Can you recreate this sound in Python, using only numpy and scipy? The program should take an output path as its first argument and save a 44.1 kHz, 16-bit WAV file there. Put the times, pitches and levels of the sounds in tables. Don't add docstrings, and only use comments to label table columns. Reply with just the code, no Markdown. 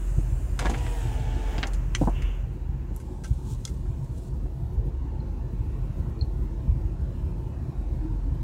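import sys
import numpy as np
from scipy import signal
from scipy.fft import rfft, irfft
from scipy.io import wavfile
from scipy.ndimage import uniform_filter1d

SR = 44100
rng = np.random.default_rng(int(sys.argv[2]) if len(sys.argv) > 2 else 0)


def store_pcm(level_fs):
    pcm = np.round(np.clip(level_fs, -1, 1) * 32767).astype(np.int16)
    wavfile.write(sys.argv[1], SR, np.atleast_2d(pcm).T)


N = 371763
T = np.arange(N) / SR

# pitch_hz, width_hz, relative_db
TRIM_RESONANCES = [(135, 60, -3), (250, 70, 4.5), (335, 55, 3), (535, 100, -4), (645, 50, 1), (707, 45, 0),
                   (791, 30, 1), (942, 34, 1), (1110, 34, 0), (1380, 90, -5), (1670, 55, 0), (1810, 45, -4),
                   (2080, 70, -4)]


def amp(db):
    return 10 ** (np.asarray(db) / 20)


def unit(x):
    return x / np.sqrt(np.mean(x ** 2) + 1e-20)


def curve(rows, axis=1):
    rows = np.asarray(rows)
    return np.interp(T, rows[:, 0], rows[:, axis])


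def colour(points, hz):
    f, db = np.transpose(points)
    return amp(np.interp(np.log(hz + 1), np.log(f + 1), db))


def wander(hz):
    steps = rng.standard_normal(4096)
    rates = np.fft.rfftfreq(4096, T[-1] / 4096)
    slow = irfft(rfft(steps) / (1 + (rates / hz) ** 4))
    return np.interp(T, np.linspace(0, T[-1], len(slow)), unit(slow))


def noise(points, patchy_db, size=1024):
    hz = np.fft.rfftfreq(size, 1 / SR)
    real, imaginary, patches = rng.standard_normal((3, len(hz), 4 * N // size + 5))
    patches = uniform_filter1d(patches, size=8, axis=0)
    patches = unit(uniform_filter1d(patches, size=12, axis=1))
    grid = (real + 1j * imaginary) * colour(points, hz)[:, None] * amp(patchy_db * patches)
    sound = signal.istft(grid, nperseg=size, noverlap=size - size // 4)[1]
    return unit(sound[:N])


def blurred(angle, blur_hz):
    return unit(wander(blur_hz) * np.sin(angle) + wander(blur_hz) * np.cos(angle))


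def held(start, end, attack, release):
    return np.clip((T - start) / attack, 0, 1) * np.exp(-np.maximum(T - end, 0) / release)


def hump(s, db, length):
    return amp(db) / np.cosh(np.clip(2 * (T - s) / length, -50, 50))


def throb(hz, length):
    t = T[:SR // 5] - .1
    return np.exp(-(t / length) ** 2) * np.cos(2 * np.pi * hz * t)


def modes(rows, hz):
    return np.sqrt(sum(amp(db) ** 2 / (1 + (2 * (hz - f) / width) ** 2) for f, width, db in rows))


def ringing(gain):
    log_gain = np.log(np.maximum(gain / gain.max(), 1e-4))
    mirrored = np.r_[log_gain, log_gain[-2:0:-1]]
    return np.exp(np.conj(signal.hilbert(mirrored)))[:len(gain)]


def burst(gain, t60, rise, blow, ragged_db=3):
    t = T[:2 * (len(gain) - 1)]
    clumps = unit(uniform_filter1d(rng.standard_normal(len(t)), size=130))
    rattle = irfft(np.exp(2j * np.pi * rng.random(len(gain))))
    rattle = rattle * amp(ragged_db * clumps - 60 * t / t60) * (1 - np.exp(-t / rise))
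    clean_blow = blow * (t == t[SR // 1000])
    force = rattle / np.linalg.norm(rattle) + clean_blow
    sound = irfft(rfft(force) * ringing(gain))
    return sound / np.linalg.norm(sound) * np.sqrt(.008 * SR)


def add(mix, s, sound):
    part = mix[max(round(s * SR), 0):][:len(sound)]
    part += sound[:len(part)]


def outside():
    # pitch_hz, relative_db_per_hz
    air_spectrum = [(500, 15), (900, 12), (1600, 10.5), (2200, 4.5), (2800, 7), (3600, -12), (5000, -11),
                    (6000, -4), (7200, -4), (8500, -20.5), (16000, -10.5)]
    insect_spectrum = [(3500, -14), (5500, -14.5), (6800, -6.5), (7800, -4), (9500, -9), (11500, -16.5),
                       (16000, -15.5)]
    # time_s, air_db, insects_db
    levels = [(0, -53.5, -57), (.55, -54, -59), (1.0, -51.5, -51.5), (1.3, -54.5, -64),
              (1.55, -43.5, -60.5), (1.88, -53, -67.5), (2.25, -49, -69), (2.55, -61, -77),
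              (2.9, -59.5, -90), (3.15, -83, -94), (8.43, -81, -98)]
    air = noise(air_spectrum, patchy_db=-0.9) * amp(curve(levels))
    return air + noise(insect_spectrum, patchy_db=2.5) * amp(curve(levels, axis=2))


def road(rumble_db=-1, roar_db=1.5, lumpy_db=2, surge_blur_hz=26):
    # time_s, rumble_db (before rumble_db above is added)
    rolling = [(0, -36), (.75, -30), (1.7, -37.5), (2.1, -34.5), (2.4, -35), (3.1, -39), (3.6, -35),
               (4.3, -37), (4.7, -31), (5.1, -38), (5.65, -32), (6.75, -34), (8.43, -34)]
    # time_s, roar_db (before roar_db above is added)
    roar_levels = [(0, -56), (2.4, -56), (3.3, -55.5), (4.3, -55.5), (5.2, -53), (6.5, -53), (8.43, -53)]
    # pitch_hz, relative_db_per_hz
    rumble_spectrum = [(10, -33), (24, -24), (32, -7), (55, 11), (70, 10.5), (88, 0), (125, 9.5), (150, -2),
                       (185, -19.5), (300, -53)]
    body_spectrum = [(100, -43), (170, 1), (230, 0), (310, -3.5), (365, -0.5), (400, -16), (520, -21),
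                     (900, -70)]
    panel_spectrum = [(200, -52), (285, 5), (310, 5), (330, 2), (355, -16), (450, -60)]
    roar_spectrum = [(250, -34), (400, 4.5), (455, 5), (480, 2), (530, 5), (600, -1.5), (680, 1.5),
                     (735, -4), (800, -1), (900, 1.5), (970, -3), (1090, -3.5), (1140, -10.5),
                     (1650, -12.5), (2050, -17.5), (2700, -18), (3200, -23.5), (4050, -22.5), (4800, -27),
                     (7000, -28), (10500, -39), (16000, -51)]
    # peak_s, level_db, pitch_hz
    surges = [(5.061, -46.5, 271), (5.65, -46.5, 313), (6.18, -42.5, 343), (6.52, -42.5, 320),
              (6.859, -42.5, 328), (7.31, -51, 360), (8.07, -39, 314.2), (8.29, -43.5, 275.5)]

    uneven, speed_db = curve(rolling), curve(roar_levels)
    slower_db = speed_db - speed_db[-1]
    rumble = noise(rumble_spectrum, patchy_db=-0.14, size=4096) * amp(uneven + rumble_db)

    shaking = amp(-45 + 0.14 * (uneven - uneven.mean()) + 0.65 * slower_db)
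    coarse_stretch = hump(5.14, -61, 0.26)
    body = noise(body_spectrum, patchy_db=0.5, size=4096) * (shaking + coarse_stretch)

    hum = amp(-58 + 2.1 * slower_db + 4 * wander(6.7))
    panel = noise(panel_spectrum, patchy_db=-1.5, size=4096) * hum
    for s, db, hz in surges:
        panel += hump(s, db, 0.079) * blurred(2 * np.pi * hz * T, surge_blur_hz)

    roar = noise(roar_spectrum, patchy_db=2.5, size=2048) * amp(speed_db + roar_db)
    return (rumble + body + panel) * amp(lumpy_db * wander(18.0)) + roar


def jolts(hz=110, length=0.006):
    jolts_per_s, typical_peak_db = 24, -30.5
    hits = (rng.random(N) < jolts_per_s / SR) * rng.standard_normal(N)
    return amp(typical_peak_db) * signal.oaconvolve(hits, throb(hz, length), "same")


def engine(boom_db=-0.6, shake=0.3, sway_db=-40.0, sway_hz=9):
    # time_s, firing_rate_hz, boom_db (before boom_db above is added)
    firing = [(0, 45.45, -27.5), (0.7, 45.57, -27.5), (1.35, 44.31, -28), (1.95, 43.47, -25),
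              (2.3, 42.85, -26), (2.55, 45.09, -32), (3.1, 45.02, -39), (4.1, 44.75, -39.5),
              (4.7, 45.25, -33), (6.2, 44.69, -31.5), (6.8, 45.7, -29.5), (7.7, 45.6, -40.5),
              (8.1, 43.74, -28)]
    # start_s, end_s, pitch_hz, blur_hz, level_db
    drones = [(0, 8.43, 67, 9.3, -37), (0, 2.36, 118, 4, -44), (2.3, 7.6, 171.4, 4.4, -51),
              (2.4, 7.8, 362.2, 12.4, -58), (2.35, 3.0, 785, 15, -66), (2.4, 3.15, 896, 33, -67),
              (4.6, 8.43, 228, 4, -59)]
    angle = 2 * np.pi * np.cumsum(curve(firing)) / SR
    boom = unit(np.sin(angle)) * amp(curve(firing, axis=2) + boom_db) * (1 + shake * wander(36))
    boom += amp(sway_db) * blurred(angle, sway_hz)
    for start, end, hz, blur_hz, db in drones:
        fade = np.clip(np.minimum(T - start, end - T) / 0.11, 0, 1)
        boom += fade * amp(db) * blurred(2 * np.pi * hz * T, blur_hz)
    return boom


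def low_thuds():
    # centre_s, peak_db (before the cabin's ring), pitch_hz, half_length_s
    thud_rows = [(0.184, -12.5, 97, 0.0045), (0.332, -17.5, 93.5, 0.0069), (0.683, -27.5, 59, 0.029),
                 (1.585, -20.5, 112, 0.0044), (2.025, -29, 124, 0.014), (2.044, -17, 99, 0.0043),
                 (2.075, -35, 124, .006), (2.76, -30.5, 127, 0.038), (3.315, -13.5, 81.5, 0.0066),
                 (3.53, -25.5, 120.5, 0.025), (3.593, -28, 108.5, 0.0063), (3.904, -22, 110, 0.0083),
                 (4.032, -26, 131, 0.025), (4.628, -27, 113, 0.0082), (4.788, -20, 67, 0.016),
                 (4.803, -25, 111, 0.021), (5.196, -21, 114, 0.0059), (5.452, -30.5, 106, 0.014),
                 (5.61, -24, 107, 0.012), (5.672, -25, 103, 0.015), (6.021, -29.5, 112, 0.017),
                 (6.226, -15.5, 75.2, 0.0074), (6.682, -18, 126, 0.004), (6.699, -16.5, 70, 0.0095),
                 (6.724, -19.5, 102, 0.014), (6.766, -23, 122, .016), (6.855, -23, 101, 0.0092),
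                 (6.903, -34, 65.4, 0.03), (7.032, -21.5, 71, 0.021), (7.273, -24, 79, 0.017),
                 (7.693, -24.5, 133, 0.011)]
    ring_hz, ring_t60_s, ring_db = 47.4, 0.29, 8
    out, t = np.zeros(N), T[:SR // 2]
    for s, db, hz, length in thud_rows:
        add(out, s - .1, amp(db) * throb(hz, length))
    decay = amp(-60 * t / ring_t60_s)
    ring = 2 * decay * np.cos(2 * np.pi * ring_hz * t) / decay.sum()
    return out + amp(ring_db) * signal.oaconvolve(out, ring)[:N]


def catches(smooth=1.0):
    catches_per_s, catch_s = 140, 0.0054
    slips = (rng.random(N) < catches_per_s / SR) * rng.random(N)
    return unit(smooth + signal.lfilter([1], [1, -np.exp(-1 / (catch_s * SR))], slips))


def rubbing():
    # pitch_hz, relative_db_per_hz
    brush_spectrum = [(1470, -37), (2500, -9), (3300, -5.5), (4050, -3.5), (4750, -7), (5700, -4.5),
                      (6500, -3), (7680, -2), (9500, -6.5), (12200, -13), (15500, -13)]
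    scuff_spectrum = [(710, -35), (1200, -18), (1510, -9), (1850, -17), (2170, 6), (2440, 1), (2800, 12.5),
                      (3100, 2), (3550, 0), (3850, -27), (4500, -26), (5850, -40), (9900, -70)]
    # peak_s, level_db, swell_s, release_s
    stroke_rows = [(2.024, -50.5, 0.054, 0.059), (2.99, -65, 0.073, 0.11), (3.276, -58, 0.025, 0.072),
                   (3.535, -55, 0.098, 0.026), (3.694, -57, 0.078, 0.055), (4.06, -68, 0.073, 0.023),
                   (4.23, -61.5, 0.12, 0.084)]
    touch = amp(-68) * held(2.92, 3.93, 0.033, 0.59)
    glide = amp(-76.5) * np.clip((T - 5.4) / 0.29, 0, 1)
    pushes = np.zeros(N)
    for s, db, swell, release in stroke_rows:
        before, after = np.minimum(T - s, 0), np.maximum(T - s, 0)
        pushes += amp(db) * np.exp(-(before / swell) ** 2 - after / release)
    strokes = noise(brush_spectrum, patchy_db=3.0) * (touch + glide)
    strokes += noise(brush_spectrum, patchy_db=0.5, size=512) * pushes * catches()
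    scuff = noise(scuff_spectrum, patchy_db=1.5, size=512) * amp(-51) * held(2.124, 2.292, 0.039, 0.082)
    return strokes + scuff


def squeaks():
    # start_s, relative_db, settled_pitch_hz, t60_s (time to fall by 60 dB)
    chirps = [(5.2, -49, 4050, .03), (6.1905, -38, 4050, .012), (6.2105, -14.5, 4010, .012),
              (6.2195, -28, 4010, .012)]
    sharp_share, settle_s = .15, .004
    out, t = np.zeros(N), T[:SR // 10]
    low_pass = signal.butter(3, 250, fs=SR, output="sos")
    for s, db, hz, t60 in chirps:
        grit = .35 * unit(signal.sosfilt(low_pass, rng.standard_normal(len(t))))
        turns = np.cumsum(hz * (1 + sharp_share * np.exp(-t / settle_s))) / SR
        level = amp(db - 60 * t / t60) * (1 - np.exp(-t / .003)) ** 3
        add(out, s, 3 * level * np.sin(2 * np.pi * turns + grit))
    return out


def knocks(rows, resonances, rise=0.0019, size=8192):
    out, hz = np.zeros(N), np.fft.rfftfreq(size, 1 / SR)
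    body = modes(resonances, hz)
    for s, db, edge_hz, t60, blow in rows:
        add(out, s, amp(db) * burst(body / (1 + (hz / edge_hz) ** 2.6), t60, rise, blow))
    return out


def dull_knocks():
    # start_s, level_db, upper_edge_hz, t60_s, hardness (share of the clean first blow)
    knock_rows = [(.183, -29, 220, 0.078, .5), (.622, -34.5, 1500, 0.077, 0.6),
                  (0.655, -27.5, 1800, 0.051, 0.8), (.661, -28, 1900, 0.059, 0.6),
                  (.668, -29, 1400, 0.039, 0.9), (.697, -28.5, 1020, 0.057, 0.8),
                  (.709, -29, 520, 0.14, 0.4), (0.743, -32, 1210, 0.08, 1), (1.584, -32, 654, 0.04, 0.8),
                  (1.63, -29, 2600, 0.23, 0.35), (2.909, -34, 279, 0.11, 0.9),
                  (3.855, -47, 1640, 0.074, 0.2), (4.458, -44.5, 1110, 0.064, 0.71)]
    return knocks(knock_rows, TRIM_RESONANCES)


def clicks(rows, resonances, level_db=-9, low_edge_hz=1000, high_edge_hz=15500, steepness=3.16,
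           rise=0.00039, blow=0.19, size=8192):
    clack_edge_hz, snap_octaves = 2270, 0.74
    out, hz = np.zeros(N), np.fft.rfftfreq(size, 1 / SR)
    low_cut = hz ** 4 / (hz ** 4 + low_edge_hz ** 4)
    body = modes(resonances, hz) * low_cut / (1 + (hz / high_edge_hz) ** 10)
    clack = 1 / (1 + (hz / clack_edge_hz) ** steepness)
    for s, db, snap_db, snap_hz, t60 in rows:
        snap = amp(snap_db) * np.exp(-(np.log2((hz + 1) / snap_hz) / snap_octaves) ** 2)
        add(out, s, amp(db + level_db) * burst((clack + snap) * body, t60, rise, blow))
    return out


def plastic_clicks():
    # start_s, relative_db, snap_share_db, snap_pitch_hz, t60_s
    click_rows = [(0.5906, -20, -6.5, 7260, 0.055), (.608, -33, -28, 5000, 0.045),
                  (0.6548, -23.5, -15, 6800, 0.073), (0.696, -28.5, -2, 7100, 0.092),
                  (0.737, -26, -41, 5000, 0.094), (0.777, -39, 5, 7460, 0.077),
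                  (0.8638, -31.5, -15, 4620, 0.067), (1.581, -28, -12, 5580, 0.079),
                  (1.629, -20, -11.5, 4200, 0.048), (1.635, -22, -19, 4000, 0.037),
                  (1.67, -33.5, 10, 7200, 0.048), (1.734, -35.5, 6, 7440, 0.062),
                  (2.2214, -34, -9.5, 7220, 0.036)]
    # pitch_hz, width_hz, relative_db
    plastic = [(1090, 130, 1), (1400, 170, 4.5), (1640, 96, 8.5), (2180, 470, 7.5), (2590, 190, 4),
               (3166, 280, 7), (3500, 180, 6), (4130, 810, 3.5), (4950, 530, -1.5), (6400, 560, 1.5),
               (7300, 320, 0), (8740, 900, -9), (10900, 4000, -6.5)]
    return clicks(click_rows, plastic)


def column_ticks():
    # start_s, relative_db, snap_share_db, snap_pitch_hz, t60_s
    tick_rows = [(2.963, -40, 16, 11800, 0.022), (2.9995, -44, 3, 8600, 0.093),
                 (3.237, -39, -3, 7000, 0.037), (3.2425, -32.5, -1, 7180, 0.079),
                 (3.6515, -24.5, 16, 6250, 0.02), (3.6743, -36.5, 2, 7000, 0.064)]
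    # pitch_hz, width_hz, relative_db
    column = [(1328, 35, 10), (1550, 50, 11), (2115, 69, 10), (2760, 140, 7.5), (3400, 260, 8),
              (4010, 200, 1), (4750, 260, 0), (5930, 450, -1), (7000, 700, -5), (8230, 400, -7.5),
              (9300, 720, -6.5), (11500, 3000, -10.5)]
    return clicks(tick_rows, column)


def door_locks():
    # start_s, relative_db, snap_share_db, snap_pitch_hz, t60_s
    snap_rows = [(1.9495, -16.5, -5.5, 6750, 0.045)]
    # start_s, level_db, upper_edge_hz, t60_s, hardness (share of the clean first blow)
    thump_rows = [(2.0128, -16.5, 450, 0.043, 0.62), (2.0225, -20.5, 430, 0.05, 0.81),
                  (2.032, -28.5, 700, 0.037, 0.4), (2.052, -37, 480, 0.08, 0.2),
                  (2.0725, -19.5, 900, 0.04, 0.7), (2.079, -23.5, 1200, 0.028, 0.4),
                  (2.087, -30, 1050, 0.03, 0.32)]
    # pitch_hz, width_hz, relative_db
    switch = [(1100, 110, -4), (1560, 90, -2), (2190, 230, 11), (3000, 130, 15), (4230, 110, 5),
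              (5820, 200, 4), (6240, 230, 4), (6920, 220, 2), (7550, 200, 0), (8800, 400, -6)]
    door = [(145, 50, 4), (250, 50, 7.5), (332, 35, 0), (555, 85, 0), (690, 60, 1), (805, 60, -1.5),
            (955, 80, 1), (1100, 35, -10), (1360, 45, -12), (1510, 55, -8), (1685, 60, -11)]
    return clicks(snap_rows, switch, blow=0.36) + knocks(thump_rows, door)


def chatter(size=8192):
    # pitch_hz, relative_db
    weighting = [(250, -32), (600, 3), (1100, 5), (1800, -4), (3000, 2), (8000, 13), (16000, -17)]
    ticks_per_s = 190
    hz = np.fft.rfftfreq(size, 1 / SR)
    ticks = unit((rng.random(N) < ticks_per_s / SR) * rng.standard_normal(N))
    ring = irfft(ringing(modes(TRIM_RESONANCES, hz) * colour(weighting, hz)))
    swell = hump(0.663, -35.5, 0.051)
    return signal.oaconvolve(ticks * swell, ring / np.linalg.norm(ring))[:N]


def window(flutter=0.0036, judder=0.15, blur_hz=22):
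    # time_s, shaft_rate_hz (before flutter)
    shaft = [(.65, 99.5), (.95, 95.2), (1.13, 86.8), (1.58, 87.5), (1.8, 70)]
    # multiple_of_shaft_rate, relative_db
    orders = [(3, -1), (4, -10), (5, -2.5), (7, -11), (8, -10), (9, -10), (10, -2.5), (11, -18), (17, -17),
              (19, -15), (20, -13.5), (26, -16)]
    # pitch_hz, relative_db_per_hz
    slide_spectrum = [(300, -26), (450, 5), (560, -4), (680, 3.5), (800, 5.5), (1080, -13.5), (1350, -9),
                      (1700, -7), (2100, -8.5), (3100, -5.5), (4200, -16.5), (7000, -16.5), (10900, -35),
                      (15000, -35)]
    on_s, off_s, spin_up_s, run_down_s = 0.587, 1.574, 0.021, 0.1
    whine_db, glass_db, roughness = -44, -47.5, .38
    breakaway_db, breakaway_s = 10.5, 0.087

    angle = 2 * np.pi * np.cumsum(curve(shaft) * (1 + flutter * wander(31))) / SR
    whine = np.zeros(N)
    for k, db in orders:
        tone = unit(np.sin(k * angle + 2 * np.pi * rng.random()))
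        whine += amp(db) * (tone + roughness * blurred(k * angle, blur_hz))
    slide = noise(slide_spectrum, patchy_db=1.6) * (1 + judder * np.sin(angle))
    drag_db = breakaway_db * np.exp(-np.maximum(T - on_s, 0) / breakaway_s)
    moving = amp(whine_db) * unit(whine) + amp(glass_db + drag_db) * slide
    return moving * held(on_s, off_s, spin_up_s, run_down_s)


def cabin(x, t60=0.076, wet_db=-11):
    t = T[:SR // 4]
    signs = rng.choice([-1., 1.], len(t))
    chosen = (rng.random(len(t)) < 2000 / SR) * (t > .003)
    taps = signs * chosen * amp(-60 * t / t60)
    return x + amp(wet_db) * signal.oaconvolve(x, taps / np.linalg.norm(taps))[:N]


def scene():
    low_sounds = engine() + road() + jolts() + low_thuds()
    hits = plastic_clicks() + column_ticks() + dull_knocks() + chatter() + door_locks()
    handling = window() + rubbing() + cabin(hits) + cabin(squeaks(), t60=0.13, wet_db=-13.5)
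    return (low_sounds + outside() + handling)[None]


def record(dry, hiss_db=-82, low_cut_hz=27):
    treble_edge_hz = 15850
    hz = np.fft.rfftfreq(N, 1 / SR)
    wet = irfft(rfft(dry) * hz ** 6 / (hz ** 6 + low_cut_hz ** 6), N)
    wet = wet + amp(hiss_db) * rng.standard_normal(dry.shape)
    band_limit = signal.firwin(511, treble_edge_hz, window=("kaiser", 9), fs=SR)
    return signal.oaconvolve(wet, band_limit[None], "same")


dry = scene()
out = record(dry)
store_pcm(out)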